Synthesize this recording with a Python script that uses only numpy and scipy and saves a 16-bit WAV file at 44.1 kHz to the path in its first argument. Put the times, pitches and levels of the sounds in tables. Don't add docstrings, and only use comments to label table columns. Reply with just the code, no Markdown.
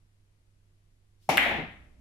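import sys
import numpy as np
from scipy import signal
from scipy.io import wavfile

SR = 44100
rng = np.random.default_rng(int(sys.argv[2]) if len(sys.argv) > 2 else 0)


def transcribe(signal):
    frames = np.atleast_2d(signal).T
    limited = np.clip(frames, -1, 1)
    pcm = np.round(limited * 32767).astype(np.int16)
    wavfile.write(sys.argv[1], SR, pcm)


def invert_db(level):
    return 10 ** (np.asarray(level, dtype=float) / 20)


N = 88596

STRIKE_S, CONTACT_S = 1.29065, 0.0027

# centre_s, pitch_hz, length_cycles, peak_db, left_right_db
CLICK = [
    (1.37295, 3200, 1, -12, 2),
    (1.37305, 12950, 6.6, -24, 9),
    (1.37435, 2870, 1.9, -12.5, 5),
    (1.37445, 12000, 7.8, -25, 6),
    (1.37425, 9250, 5.5, -27.5, 9),
    (1.37335, 1400, 1.5, -17, -7.5),
    (1.37555, 2700, 2.0, -22, 1),
]
# centre_s, pitch_hz, length_cycles, peak_db, left_right_db
CEILING = [
    (1.3793, 2900, 1.6, -14.5, 9),
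    (1.38075, 1920, 1.1, -1.2, 3),
    (1.3859, 2000, 2.2, -20.5, 3),
    (1.3801, 11000, 8.0, -30.5, 4),
    (1.3797, 1800, 1.1, -19.5, -4),
]
# frequency_hz, likeness
TAIL_SAME = [(60, 0.97), (180, 0.95), (550, 0.67), (1650, 0.068), (4970, 0.053), (15000, 0.02)]
# frequency_hz, left_right_db
TAIL_LEAN = [(60, -4.5), (240, -1.5), (950, 4.5), (3770, 1.5), (15000, 6)]
# frequency_hz, likeness
AIR_SAME = [(60, 0.97), (180, 0.76), (550, 0.28), (1650, -0.24), (4970, -0.03), (15000, -0.04)]
# frequency_hz, left_right_db
AIR_LEAN = [(60, -4.5), (240, 0), (950, 4), (3770, 0.5), (15000, 5.5)]


def pan(left_right_db):
    return invert_db(left_right_db * np.array([[0.5], [-0.5]]))


def evened(x):
    return x / np.sqrt(np.mean(x ** 2) + 1e-20)


def read(points, hz):
    f, value = np.transpose(points)
    return np.interp(np.log(hz + 1), np.log(f + 1), value)


def curve(points):
    return invert_db(np.interp(np.arange(N) / SR, *np.transpose(points)))


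def noise(colour, same, lean, size=1024, decay=False, dips=()):
    # frequency_hz, t60_s
    room_t60 = [(60, 1.2), (200, 0.96), (700, 0.68), (2000, 0.57), (4000, 0.56), (8000, 0.39),
                (13000, 0.35)]
    hop = size // 4
    frames, hz = N // hop + 5, np.fft.rfftfreq(size, 1 / SR)
    a, b, c, d = rng.standard_normal((frames, len(hz), 4)).T
    left, other = a + 1j * b, c + 1j * d
    alike = np.clip(read(same, hz), -1, 1)[:, None]
    right = alike * left + np.sqrt(1 - alike ** 2) * other
    tilt = read(lean, hz)[:, None] / 2
    z = np.array([left * invert_db(tilt), right * invert_db(-tilt)])
    dip_db = sum(db * np.exp(-((hz - f) / width) ** 2) for f, width, db in dips)
    z *= invert_db(read(colour, hz) + dip_db)[:, None]
    scale = np.sqrt(np.mean(signal.istft(z, nperseg=size, noverlap=size - hop)[1] ** 2))
    if decay:
        frame_s = np.arange(frames) * hop / SR
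        z = z * invert_db(-60 * frame_s / np.maximum(read(room_t60, hz), 0.05)[:, None])
    return signal.istft(z, nperseg=size, noverlap=size - hop)[1][:, :N] / scale


def blows(rows, lag_s=0.0):
    out = np.zeros((2, N))
    for s, hz, cycles, db, pan_db in rows:
        at = round(s * SR) + np.arange(-700, 700)
        t = at / SR - s - np.array([[0], [lag_s]])
        swing = np.exp(-0.5 * (t * hz * 2 / cycles) ** 2) * np.cos(2 * np.pi * hz * t)
        out[:, at] += invert_db(db) * pan(pan_db) * swing
    return out


def tail(start, colour, db, dips=()):
    at = round(start * SR)
    t = np.arange(N - at) / SR
    wash = noise(colour, TAIL_SAME, TAIL_LEAN, size=512, decay=True, dips=dips)[:, :N - at]
    build = 1 - np.exp(-(t / 0.0022) ** 2)
    return np.pad(invert_db(db) * build * wash, ((0, 0), (at, 0)))


def cue_strike():
    # centre_s, pitch_hz, length_cycles, peak_db, left_right_db
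    arrivals = [
        (1.2948, 2320, 2.3, -24.5, -2.5),
        (1.2985, 2300, 6.3, -24.5, 10),
        (1.3001, 916, 0.79, -15, 0),
        (1.2912, 10400, 5.0, -35.5, 6),
        (1.2922, 5400, 1.8, -31.5, -13.5),
        (1.3032, 5300, 7, -33, 1.5),
        (1.2990, 157, 2.1, -31.5, -2),
    ]
    t = np.maximum(np.arange(N) / SR - STRIKE_S, 0)
    grow = 0.42 + (1 - 0.42) * np.minimum(t / CONTACT_S, 1)
    let_go = np.exp(-(np.maximum(t - CONTACT_S, 0) / 0.00069) ** 2)
    swing = grow * let_go * np.sin(2 * np.pi * 774 * t)
    knock = signal.lfilter(*signal.butter(2, 220, "highpass", fs=SR), swing)
    slate_hz, slate_db, slate_t60_s = 62.6, -50, 5.1
    boom = invert_db(slate_db - 60 * t / slate_t60_s) * np.minimum(t / 0.043, 1)
    boom = boom * np.sin(2 * np.pi * slate_hz * t)
    return invert_db(-9) * pan(4) * knock + pan(-3) * boom + blows(arrivals)


def ball_click():
    return blows(CLICK)


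def contact_cracks():
    # start_s, peak_db, t60_s, left_right_db
    bursts = [
        (1.2904, -33, 0.04, 0),
        (1.3717, -29.5, 0.01, 5.5),
        (1.3733, -26, .012, 2),
        (1.3791, -36, .012, 7),
    ]
    out, t = np.zeros((2, N)), np.arange(1024) / SR
    for (s, db, t60, pan_db), burst in zip(bursts, rng.standard_normal((len(bursts), 2, 1024))):
        out[:, round(s * SR):][:, :len(t)] += invert_db(db - 60 * t / t60) * pan(pan_db) * burst
    return signal.sosfilt(signal.butter(2, [1800, 13500], "bandpass", fs=SR, output="sos"), out)


def ceiling_echoes():
    return blows(CEILING, lag_s=0.0004)


def cushions():
    # start_s, pitch_hz, peak_db, t60_s
    thuds = [
        (1.459, 724, -23, 0.056),
        (1.462, 245, -35.5, 0.15),
        (1.51, 705, -32, 0.11),
        (1.531, 239.4, -36.5, 0.2),
        (1.575, 200.4, -39, 0.27),
        (1.601, 138.2, -40, 0.17),
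        (1.715, 40, -46, .15),
        (1.383, 255.6, -33.5, 0.17),
    ]
    out, t = np.zeros((2, N)), np.arange(SR // 4) / SR
    for (s, hz, db, t60), draw in zip(thuds, rng.random((len(thuds), 12))):
        tune = hz * (1 + 0.603 * (draw[:4, None] - 0.5))
        phase = 2 * np.pi * draw[4:8, None]
        ports = [np.sin(2 * np.pi * tune * t + phase + k * draw[8:, None]).sum(0) / 2 for k in (0, 1)]
        ring = np.array(ports) * np.minimum(t * hz / 3, 1)
        ring *= invert_db(db - 60 * t / t60) * pan(3)
        part = out[:, round(s * SR):][:, :len(t)]
        part += ring[:, :part.shape[1]]
    return out


def table_body():
    # frequency_hz, level_db (per Hz)
    body_colour = [(55, -45), (90, -19), (178, -13), (259, -6.5), (450, -8.5), (540, -9.5), (730, 3.5),
                   (900, -3.5), (1100, -21.5), (1430, -43)]
    # time_s, level_db
    body_hold = [(1.30, 0.1), (1.45, 1), (1.60, 6.5), (1.68, -1.5)]
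    return curve(body_hold) * tail(STRIKE_S + CONTACT_S, body_colour, -25.5)


def room_reverberation():
    # frequency_hz, level_db (per Hz)
    cue_colour = [(600, -32.5), (1050, -8.5), (1570, -14), (2240, -3), (4300, -20), (5600, -17.5),
                  (6700, -23.5), (13600, -27.5), (14800, -54)]
    # frequency_hz, level_db (per Hz)
    click_colour = [(530, -34), (900, -17), (1080, -14.5), (1450, -10.5), (2000, -0.5), (3570, -14),
                    (5000, -35.5), (6500, -60), (11000, -120)]
    # frequency_hz, level_db (per Hz)
    treble_colour = [(2900, -37.5), (5000, -8), (7200, -1.5), (9900, -1.5), (11400, -3), (13000, 3.5),
                     (13800, -4), (14300, -45.5)]
    # frequency_hz, width_hz, depth_db
    notches = [(5650, 130, -25), (8350, 200, -25), (11400, 220, -18)]
    wash = tail(STRIKE_S, cue_colour, -25.5, notches[1:])
    wash += tail(CEILING[0][0], click_colour, -20.5, notches)
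    return wash + tail(CLICK[0][0], treble_colour, -42, notches)


def rolling():
    # frequency_hz, level_db (per Hz)
    roll_colour = [(12, -38), (20, -9.5), (64, -6), (182, -9), (222, -17.5), (259, -11.5), (520, -34.5),
                   (600, -17), (780, -54.5), (1320, -120)]
    # time_s, level_db
    roll_level = [(1.29, -101), (1.34, -62), (1.55, -42), (1.75, -57.5), (1.9, -62), (1.99, -60)]
    return curve(roll_level) * noise(roll_colour, AIR_SAME, AIR_LEAN, size=2048)


def shaft_slide():
    # time_s, level_db
    slide_level = [(1.17, -100), (1.23, -70), (1.285, -74.5), (1.30, -100)]
    # frequency_hz, level_db (per Hz)
    slide_colour = [(1500, -20.5), (3000, -2), (5000, -1.5), (7000, -6.5), (12000, -8.5), (16000, -20)]
    # time_s, pitch_hz
    squeak_pitch = [(1.20, 4500), (1.235, 5100), (1.285, 5300)]
    hiss = noise(slide_colour, TAIL_SAME, TAIL_LEAN, size=512)
    hz = np.interp(np.arange(N) / SR, *np.transpose(squeak_pitch))
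    r = np.exp(-np.pi * 250 / SR)
    grain = rng.standard_normal((2, N)) + 1j * rng.standard_normal((2, N))
    slow = signal.lfilter([1], [1, -2 * r, r * r], grain)
    squeak = evened((slow * np.exp(2j * np.pi * np.cumsum(hz) / SR)).real)
    return curve(slide_level) * (hiss + invert_db(-8.5) * squeak)


def room_tone():
    # frequency_hz, level_db (per Hz)
    air_colour = [(15, 1.5), (70, -10.5), (140, -17), (900, -34.5), (2200, -34.5), (5000, -39),
                  (11500, -42.5), (12500, -50), (16000, -69.5)]
    # time_s, level_db
    air_lift = [(1.5, -4), (1.7, 2), (1.98, -1.5), (2.008, 1.5)]
    # frequency_hz, level_db
    hum_tones = [
        (100.0, -67.5),
        (355, -90),
        (163, -85.5),
    ]
    t = np.arange(N) / SR
    waver = sum(np.sin(2 * np.pi * (f * t + rng.random())) for f in np.geomspace(0.5, 6, 8)) / 2
    hum = sum(np.sqrt(2) * invert_db(db + 0.8 * waver) * np.sin(2 * np.pi * hz * t) for hz, db in hum_tones)
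    air = invert_db(-61.5) * curve(air_lift) * noise(air_colour, AIR_SAME, AIR_LEAN, size=2048)
    return air + pan(-3) * hum


def scene():
    # time_s, level_db
    recorder_gain = [(1.30, -0.6), (1.40, 0.12), (1.50, 5), (1.60, 8), (1.66, 6.5), (1.75, 4.7)]
    hits = cue_strike() + ball_click() + contact_cracks() + ceiling_echoes()
    ringing = cushions() + table_body() + room_reverberation()
    return hits + curve(recorder_gain) * ringing + rolling() + shaft_slide() + room_tone()


def low_pass(x):
    return signal.sosfilt(signal.butter(12, 16530, fs=SR, output="sos"), x)


def record(dry):
    return low_pass(dry)


dry = scene()
out = record(dry)
transcribe(out)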